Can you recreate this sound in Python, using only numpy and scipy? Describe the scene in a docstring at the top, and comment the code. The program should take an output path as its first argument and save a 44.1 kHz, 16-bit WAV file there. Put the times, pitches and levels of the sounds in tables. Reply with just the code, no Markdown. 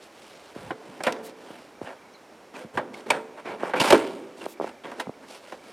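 """First comes a quiet outdoor hush with soft rustles of a sleeve or of loose snow; then a tool works the crust.
The long steel tool chops, drags and shoves by a house wall: ice breaks are filtered into head, snow and crystals.
The edge rasps with one bright resonance, boots pop the crust with a sinking pitch, and ice and steel crack brightly.
Fading sine waves let the tool ring and clunk, fading noise makes the yard echo, and a faint bird whistles."""
import sys
import numpy as np
from scipy import signal
from scipy.fft import rfft, irfft, next_fast_len
from scipy.io import wavfile
from scipy.ndimage import uniform_filter1d

SR = 44100
rng = np.random.default_rng(int(sys.argv[2]) if len(sys.argv) > 2 else 0)


def inscribe(sig):
    """Save sig as 16-bit PCM at rate SR to the path in sys.argv[1].

    A 1-D sig is mono; a 2-D sig holds one channel per row.
    Samples are clipped to [-1, 1] before scaling.
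    """
    pcm = np.round(np.clip(np.atleast_2d(sig).T, -1, 1) * 32767)
    wavfile.write(sys.argv[1], SR, pcm.astype(np.int16))


N = 252252  # length of the scene [samples]

# In all tables, t60 is the time a sound takes to fade by 60 dB.
# tone colour of the outdoor hush: (frequency [Hz], level [dB])
HUSH_COLOUR = [(30, -42), (60, -16), (120, -15), (220, -4.5), (400, -1.5), (600, -2), (1200, -9.5),
               (2300, -14.5), (3500, -20.5), (5600, -23.5), (11400, -32), (16000, -43)]
HUSH_DB = -51  # middle level, which wavers
WHINE_HZ, WHINE_DB = 5580, -78  # middle pitch, level

# runs of like bird notes: (time [s], length of run [s], level [dB])
TWITTERS = [(1.747, .05, -61), (1.981, .115, -57), (2.137, .02, -56), (4.232, .05, -58),
            (4.532, .05, -53.5), (4.712, .08, -59), (5.05, .02, -54), (5.132, .02, -55), (5.584, .08, -56)]
NOTE_EVERY_S, NOTE_S, NOTE_FROM_HZ, NOTE_TO_HZ = .033, .022, 2400, 2144
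# a higher chirp, one rising and one falling note: (time [s], length [s], start [Hz], end [Hz], level [dB])
CHIRP_NOTES = [(2.128, .02, 5400, 6200, -60), (2.132, 0.044, 4380, 3850, -55)]
FLUTTER = 0.041  # share of the pitch

# echo of the yard, band by band: (middle frequency [Hz], t60 [s], level [dB])
YARD_BANDS = [(115, 0.68, -21), (241, 2, -15), (550, 1.25, -17), (970, 0.81, -16.5), (2300, 2.2, -28),
              (4170, 0.25, -15.5), (9500, 0.43, -18.5)]

# weight presses the snow down: (time [s], length [s], level [dB], low edge of the main band [Hz])
PRESSES = [(0.55, 0.22, -51, 110), (0.858, 0.082, -54, 128), (1.812, 0.042, -51, 121),
           (2.635, 0.046, -51, 165), (2.73, 0.1, -46, 125), (3.1, 0.035, -57, 100),
           (3.797, 0.028, -27.5, 210), (3.91, .04, -45, 42), (5.063, 0.049, -41.5, 157)]
# fine powder slides off the tool: (time [s], length [s], level [dB], low edge of the main band [Hz])
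SPRAYS = [(1.222, 0.073, -52, 8500), (4.462, 0.095, -54.5, 8500)]

# crust gives way under a boot: (time [s], level before the final trim and muffling [dB], basic pitch [Hz])
POPS = [(0.563, -26, 298), (1.505, -29, 304), (1.8157, -21.5, 354), (2.647, -32.5, 216),
        (3.634, -12.5, 486), (4.464, -17.5, 512), (4.5999, -15.5, 510), (4.6043, -25.5, 387),
        (4.612, -15.5, 485), (4.626, -26.5, 315), (4.644, -17.5, 470), (5.071, -25, 615), (5.074, -31, 256),
        (5.0945, -22.5, 420)]
# the snow cover dulls the pops: (frequency [Hz], level [dB])
MUFFLE = [(700, -2), (1200, -1), (2000, -14), (5000, -11)]

# ice snaps, and the bright crack of the steel blow at 3.1 s:
# (time [s], peak level before the trim [dB], pitch [Hz])
CRACKS = [(0.708, -27, 3000), (1.0363, -12.5, 2500), (1.063, -35, 2490), (1.1232, -15, 6100),
          (2.9407, -27.5, 2180), (3.1062, -16, 2600), (3.104, -7, 8300), (3.799, -5, 2680),
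          (3.817, -14, 5000), (3.839, -11, 2550), (3.857, -8, 2550), (3.885, -12, 5000), (3.9275, -5, 2800),
          (3.9774, -19, 2040), (4.074, -24.5, 2980), (4.44, -27, 3500), (4.4565, -24.5, 3250),
          (4.691, -28, 3000), (4.9162, -28, 2980)]

# tone colour of each material: (frequency [Hz], level [dB])
HEAD_COLOUR = [(100, -45.5), (330, -14.5), (560, 12), (1000, 5), (1600, 3), (2400, -10.5), (3200, -13),
               (6000, -32), (15000, -80)]
PACKED_COLOUR = [(30, -61), (80, -24.5), (160, -11), (240, 1), (340, 1.5), (470, 1.5), (800, -20),
                 (3000, -56.5)]
CRYSTAL_COLOUR = [(800, -72), (1800, 5.5), (2700, 12), (4000, 9), (5200, 7.5), (6500, 2.5), (9000, 3),
                  (12000, -5.5), (15500, -19)]
# damped resonances of the tool head in the snow: (frequency [Hz], width [Hz], lift [dB])
HEAD_PEAKS = [(621, 120, 2), (945, 226, 5.5), (1620, 77, 1.5), (1880, 160, 3), (2312, 180, 8.5)]

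# free ringing of the steel and the handle: (frequency [Hz], level [dB], t60 [s])
RING_MODES = [(230.3, -3, 0.63), (273, 1, .6), (339, -21.5, 0.66), (407, -10.5, .6), (443, 6, 0.62),
              (504, 8, 0.27), (549, -7.5, 0.24), (661, -9, 0.5), (712, 1, 0.42), (914, -9, 0.53),
              (873, -6, 0.14), (1180, -36, .4), (1280, 13, 0.15), (1360, 11, 0.22), (1610, -15, 0.25),
              (1970, -3, 0.18), (2046, 5, 0.38), (2570, 11, 0.13), (3240, -22, .25)]
# the loaded tool lands flat with a hollow clunk: (time [s], level [dB])
CLUNKS = [(3.9277, -13.5)]
# short ringing tones of the clunk: (frequency [Hz], level [dB], t60 [s])
CLUNK_MODES = [(283.3, -6.5, 0.26), (333, 0, 0.17), (391, -0.5, 0.163), (438, 1, 0.12), (511, -1, 0.14),
               (567, -7, 0.099), (646, 1.5, 0.076)]

# the steel edge chatters on ice: (time [s], length [s], level [dB], pitch [Hz])
RASPS = [(1.04, 0.052, -39.5, 2420), (1.846, 0.049, -53, 2840), (2.549, 0.021, -47, 2500),
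         (2.94, 0.0083, -39, 2160), (3.101, 0.012, -20, 2370), (3.445, 0.095, -46.5, 2290),
         (3.764, 0.031, -35.5, 2470), (3.8, 0.015, -24, 2890), (4.404, 0.026, -48, 2760),
         (4.833, 0.03, -53, 3200), (4.996, 0.0087, -34, 1850)]

# the tool strikes frozen ground: (time [s], tool head [dB], packed snow [dB], crystals [dB],
# rise [s], basic t60 [s]); blows() trims these levels and adjusts the t60 for each material
BLOWS = [ (0.706, -31.5, -33, -70, 0.00031, 0.073), (1.005, -35.5, -40, -62, 0.00036, 0.063),
         (1.036, -36, -51, -42, 0.00029, 0.06), (1.0655, -21, -28, -39, 0.0025, 0.11),
         (2.772, -24, -32, -48.5, 0.0021, 0.11), (3.1030, -20.5, -31, -32, 0.0014, 0.083),
         (3.735, -24, -30, -55, 0.0013, 0.11), (3.801, -25.5, -25.5, -29.5, 0.00079, 0.18),
         (3.905, -18.5, -23, -27, 0.00021, 0.052), (3.9225, -15.5, -20.5, -30, 0.0021, 0.094),
         (3.944, -27, -30, -41, 0.0027, 0.051), (4.916, -40, -50, -60, 0.0016, 0.062),
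         (4.996, -32, -42, -39.5, 0.0053, 0.096), (5.521, -38.5, -42, -58, 0.0011, 0.092)]

# the edge drags through the crust: (time [s], length [s], tool head [dB], packed snow [dB], crystals [dB])
SCRAPES = [ (0.544, 0.16, -46, -51, -55.5), (1.036, 0.04, -33, -51, -42.5), (1.851, 0.07, -39, -48, -60),
           (2.534, 0.087, -41.5, -45, -53), (2.733, 0.043, -42, -41, -54),
           (2.928, 0.078, -44.5, -47.5, -54), (3.058, 0.065, -41, -38.5, -54.5),
           (3.114, 0.059, -30.5, -36, -53), (3.446, 0.098, -35, -38.5, -56),
           (3.621, 0.085, -33, -39.5, -51.5), (3.749, 0.028, -27.5, -29.5, -43),
           (3.793, 0.14, -23, -31.5, -32), (4.405, 0.056, -41, -42.5, -53.5),
           (4.607, 0.081, -39, -44.5, -53.5), (4.833, 0.036, -37.5, -43, -55.5)]
SCRAPE_ATTACK_S, SCRAPE_RELEASE_T60_S = .012, .16
# level change over a scrape as snow piles up: (tool head [dB], packed snow [dB], crystals [dB])
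PILE_UP_DB = (-1.5, 0, -1)
# soft rustles of a sleeve or of loose snow, made with the three material colours:
# (middle [s], length [s], tool head [dB], packed snow [dB], crystals [dB])
RUSTLES = [ (0.042, 0.08, -85, -73, -53.5), (0.288, 0.43, -57, -72, -55.5), (0.48, 0.18, -54, -82, -58),
           (0.944, 0.48, -49.5, -48.5, -59), (1.284, 0.079, -48.5, -49, -53.5),
           (1.52, 0.38, -49.5, -51, -57), (1.837, 0.063, -44, -52, -56), (3.392, 0.056, -40, -52, -58),
           (3.617, 0.074, -38.5, -39.5, -56), (4.4, 0.097, -51, -60, -55), (4.908, 0.12, -44, -44, -58),
           (4.992, 0.095, -44, -42.5, -56), (5.24, .07, -50, -48, -61.5), (5.334, 0.15, -48, -51, -49),
           (5.492, 0.24, -51, -66, -55.5), (5.71, 0.26, -52.5, -52.5, -56.5)]
# loosened snow tumbles back: (time [s], tool head [dB], packed snow [dB], crystals [dB])
SPILLS = [(1.085, -35.5, -35.5, -53), (2.79, -42, -36.5, -80), (3.17, -47, -44.5, -72),
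          (3.948, -27.5, -26.5, -40)]
SPILL_ATTACK_S = 0.0033
# fading of a spill: (tool head t60 [s], packed snow t60 [s], crystals t60 [s])
SPILL_T60_S = (0.62, 0.83, 0.75)
CHIP_DB = -5  # sparse larger chips among the fine breaks


def undb(db):
    """Turn decibels into a plain gain."""
    return 10 ** (np.asarray(db) / 20)


def unit(x):
    """Scale to an average (rms) level of 1."""
    return x / np.sqrt(np.mean(x ** 2) + 1e-18)


def seconds(length):
    """Time axis of a given length."""
    return np.arange(int(length * SR)) / SR


def fade(t, t60):
    """Die away smoothly, 60 dB down at t60."""
    return np.exp(-np.log(1000) * t / max(t60, 1e-3))


def add(out, start, x):
    """Mix x into out from a given time."""
    i = max(int(start * SR), 0)
    out[i:i + len(x)] += x[:max(len(out) - i, 0)]


def colour(x, points, peaks=()):
    """Shape the tone by (frequency [Hz], level [dB]) points and (frequency [Hz], width [Hz], lift [dB]) peaks."""
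    n = 2 * next_fast_len(len(x) // 2 + 2048)
    f = np.arange(n // 2 + 1) * SR / n + 1
    hz, db = np.transpose(points)
    curve = np.interp(np.log(f), np.log(hz), db)
    for centre, width, lift in peaks:
        curve = curve + lift / (1 + (2 * (f - centre) / width) ** 2)
    # fold the cepstrum so that the filter answers only after its input
    cepstrum = irfft(np.log(undb(curve)))
    cepstrum[1:n // 2] *= 2
    cepstrum[n // 2 + 1:] = 0
    response = np.exp(rfft(cepstrum))
    return irfft(rfft(x, n) * response)[:len(x)]


def walk(rate):
    """Wander at random through `rate` new values a second, with a spread near 1."""
    knots = rng.standard_normal(4096)
    return np.interp(np.arange(N) / SR * rate, np.arange(len(knots)), knots)


def fractures(rate, spread_db):
    """Tiny breaks at random moments; a positive spread makes a few stronger, a negative one a few weaker."""
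    happens = rng.random(N) < rate / SR
    size = undb(spread_db * np.minimum(rng.exponential(size=N), 4))
    return unit(happens * size * rng.choice([-1, 1], N))


def modes(table):
    """A struck object rings as a sum of fading sine waves, each with a random phase."""
    t = seconds(1.2)
    return sum(undb(db) * np.sin(2 * np.pi * (hz * t + rng.random())) * fade(t, t60)
               for hz, db, t60 in table)


def hush():
    """Outdoor noise that wavers a little, with a faint thin whine of unsteady pitch."""
    noise = unit(colour(rng.standard_normal(N), HUSH_COLOUR)) * undb(HUSH_DB + .5 * walk(2.5))
    whine_hz = WHINE_HZ + 25 * walk(160)
    whine = unit(np.sin(2 * np.pi * np.cumsum(whine_hz) / SR))
    return noise + whine * undb(WHINE_DB)


def yard(x):
    """Scattered echoes from the walls: fading noise in bands, each with its own level and decay."""
    t, response = seconds(1.4), 0
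    for hz, t60, db in YARD_BANDS:
        octave = signal.butter(2, [hz / np.sqrt(2), hz * np.sqrt(2)], "band", fs=SR, output="sos")
        build_up = 1 - np.exp(-t / 0.0026)
        tail = rng.standard_normal(len(t)) * fade(t, t60) * build_up
        response = response + signal.sosfilt(octave, tail / np.linalg.norm(tail)) * undb(db)
    return signal.fftconvolve(x, response)[:N]


def whistle(length, from_hz, to_hz):
    """One soft-edged gliding note with a slight flutter in pitch."""
    n = int(length * SR)
    hz = np.linspace(from_hz, to_hz, n) * (1 + FLUTTER * walk(440)[:n])
    return np.sin(2 * np.pi * np.cumsum(hz) / SR) * np.hanning(n) * np.sqrt(2)


def bird():
    """A far bird sings short gliding whistles, in runs of like notes and one higher chirp."""
    out = np.zeros(N)
    for start, length, db in TWITTERS:
        for delay in np.arange(0, length, NOTE_EVERY_S):
            add(out, start + delay, whistle(NOTE_S, NOTE_FROM_HZ, NOTE_TO_HZ) * undb(db))
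    for start, length, from_hz, to_hz, db in CHIRP_NOTES:
        add(out, start, whistle(length, from_hz, to_hz) * undb(db))
    return out


def swells(table, skirt_db):
    """Soft puffs of filtered noise; skirt_db sets the level well below the main band."""
    out = np.zeros(N)
    for start, length, db, hz in table:
        n = int(length * SR)
        band = [(hz / 24, -45), (hz / 3, skirt_db), (hz, 0), (hz * 1.48, 0), (hz * 4, -32), (hz * 30, -70)]
        puff = colour(rng.standard_normal(n), band)
        add(out, start, unit(puff * signal.windows.tukey(n, .8)) * undb(db))
    return out


def presses():
    """Snow packs together under weight, in soft low puffs of noise."""
    return swells(PRESSES, skirt_db=-34)


def sprays():
    """Powder slides off the tool, in soft bright puffs of noise."""
    return swells(SPRAYS, skirt_db=2)


def pops():
    """A pocket of snow collapses under a boot: about two cycles that sink in pitch, dulled by the snow."""
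    out, t = np.zeros(N), seconds(.03)
    for start, db, hz in POPS:
        cycles = np.cumsum(hz * (0.27 + 1.27 * np.exp(-t * hz / 1.25))) / SR
        wall = np.sin(2 * np.pi * cycles) * cycles ** 2 * np.exp(-cycles / 0.38)
        # the pressure follows the speed of the collapsing wall
        pop = np.gradient(wall)
        add(out, start - .0004, pop / np.abs(pop).max() * undb(db + 1.96))
    return colour(out, MUFFLE)


def clunks():
    """Snow pads the contact, so low tones swell over a few milliseconds and then beat against each other."""
    out = np.zeros(N)
    for start, db in CLUNKS:
        body = modes(CLUNK_MODES)
        body = body * np.tanh(np.arange(len(body)) / SR / 0.0029) ** 2
        loudness = np.std(body[:int(.05 * SR)])  # over the first 50 ms
        add(out, start, body / loudness * undb(db))
    return out


def ring(x, db):
    """The lightly damped steel and handle ring on after every contact."""
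    response = modes(RING_MODES)
    return signal.fftconvolve(x, response / np.linalg.norm(response))[:N] * undb(db)


def cracks():
    """Snapping ice, or a hard steel blow, gives a few milliseconds of bright crackle made of fading noise."""
    out, t = np.zeros(N), seconds(.04)
    for start, db, hz in CRACKS:
        burst = rng.standard_normal(len(t)) * np.clip(t / 0.00099, 0, 1) * fade(t, 0.018)
        crack = colour(burst, CRYSTAL_COLOUR, [(hz, hz / 4, 9)])
        add(out, start, crack / np.abs(crack).max() * undb(db - 9.0))
    return out


def rasps():
    """Quick slips of the edge excite one bright resonance, whose pitch depends on where the edge bears."""
    out = np.zeros(N)
    slips = fractures(rate=3800, spread_db=-2.0)
    for start, length, db, hz in RASPS:
        n = int(length * SR)
        force = np.roll(slips, -int(start * SR))[:n] * signal.windows.tukey(n, .4)
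        force = np.pad(force, (0, 512))  # room for the resonance to die away
        rasp = colour(force, [(hz / 4, -22), (hz, 0), (hz * 3, -18), (hz * 8, -48)], [(hz, hz / 5, 14)])
        add(out, start, rasp / np.sqrt(np.sum(rasp ** 2) / n + 1e-18) * undb(db))
    return out


def materials():
    """What a force sets sounding: the tool head, the packed snow and the loose crystals."""
    return (HEAD_COLOUR, HEAD_PEAKS), (PACKED_COLOUR, ()), (CRYSTAL_COLOUR, ())


def blows():
    """The edge sinks in and crushes ice for a moment: the crystals die first, the packed snow lasts."""
    out, t = np.zeros(N), seconds(.25)
    crush = fractures(rate=9000, spread_db=1.0)
    stretches, trims_db = (1.0, 1.2, .65), (.3, -1.0, .3)  # t60 factor and level trim of each material
    for start, *levels_db, rise, t60 in BLOWS:
        force = np.roll(crush, -int(start * SR))[:len(t)] * np.clip(t / rise, 0, 1)
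        for material, db, stretch, trim_db in zip(materials(), levels_db, stretches, trims_db):
            burst = colour(force * fade(t, t60 * stretch), *material)
            energy = np.sum(burst ** 2) / (.03 * SR)  # as if spread over 30 ms
            add(out, start, burst / np.sqrt(energy) * undb(db + trim_db))
    return out


def patchy(x, rate, patchy_db):
    """Lumps of different size break in turn, so each half octave swells on its own."""
    spectrum = rfft(x)
    f = np.arange(N // 2 + 1) * SR / N
    steps = 2 * np.log2(np.clip(f, 250, 16000) / 250)  # half octaves above 250 Hz
    out = np.zeros(N)
    for k in range(int(steps[-1]) + 1):
        band = irfft(spectrum * np.maximum(1 - np.abs(steps - k), 0), N)
        out += band * undb(patchy_db * walk(rate))
    return out


def effort(k):
    """How loud material k sounds: scrapes bite, hold and let go; rustles swell and sink; spills die away."""
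    power, t = np.zeros(N), seconds(1)
    for start, length, *levels_db in SCRAPES:
        bite = np.clip(t / SCRAPE_ATTACK_S, 0, 1)
        pile = undb(PILE_UP_DB[k] * np.minimum(t / length, 1))
        release = fade(np.maximum(t - length, 0), SCRAPE_RELEASE_T60_S)
        add(power, start, (undb(levels_db[k]) * bite * pile * release) ** 2)
    for start, *levels_db in SPILLS:
        attack = np.clip(t / SPILL_ATTACK_S, 0, 1)
        add(power, start, (undb(levels_db[k]) * attack * fade(t, SPILL_T60_S[k])) ** 2)
    for middle, length, *levels_db in RUSTLES:
        along = np.clip((np.arange(N) / SR - middle) / length, -.5, .5)
        power += (undb(levels_db[k]) * np.cos(np.pi * along)) ** 2
    return np.sqrt(power)


def strokes():
    """The edge sticks and slips through the crust, so breaks cluster; the same grains make rustles and spills."""
    fine = fractures(rate=2600, spread_db=1.5)
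    chips = undb(CHIP_DB) * fractures(rate=170, spread_db=-0.5)
    clustered = (fine + chips) * undb(1.7 * walk(120))
    force = patchy(clustered, rate=44, patchy_db=2.0)
    out = np.zeros(N)
    for k, material in enumerate(materials()):
        sound = colour(force, *material)
        # even out the running level, so that the effort alone sets the loudness
        level = np.sqrt(uniform_filter1d(sound ** 2, 1536) + 1e-12)
        out += effort(k) * sound / level
    return out


def scene():
    """Everything reaches one point, a little to the right; the yard echoes the tool and the bird."""
    song = bird()
    snow = presses() + sprays() + pops()
    tool = cracks() + rasps() + blows() + strokes()
    tool = tool + ring(tool, db=-22.5) + clunks()
    mono = hush() + song + yard(tool + song) + snow + tool
    left = colour(mono, [(200, -.8), (2000, -.7), (9000, -.2)])
    right = colour(mono, [(200, .75), (2000, .65), (9000, .2)])
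    return np.array([left, right])


def record(dry):
    """The recorder clips at full scale and then cuts the treble above 15800 Hz."""
    low_pass = signal.ellip(8, .2, 70, 15800, fs=SR, output="sos")
    return signal.sosfilt(low_pass, np.clip(dry, -1, 1))


dry = scene()
out = record(dry)
inscribe(out)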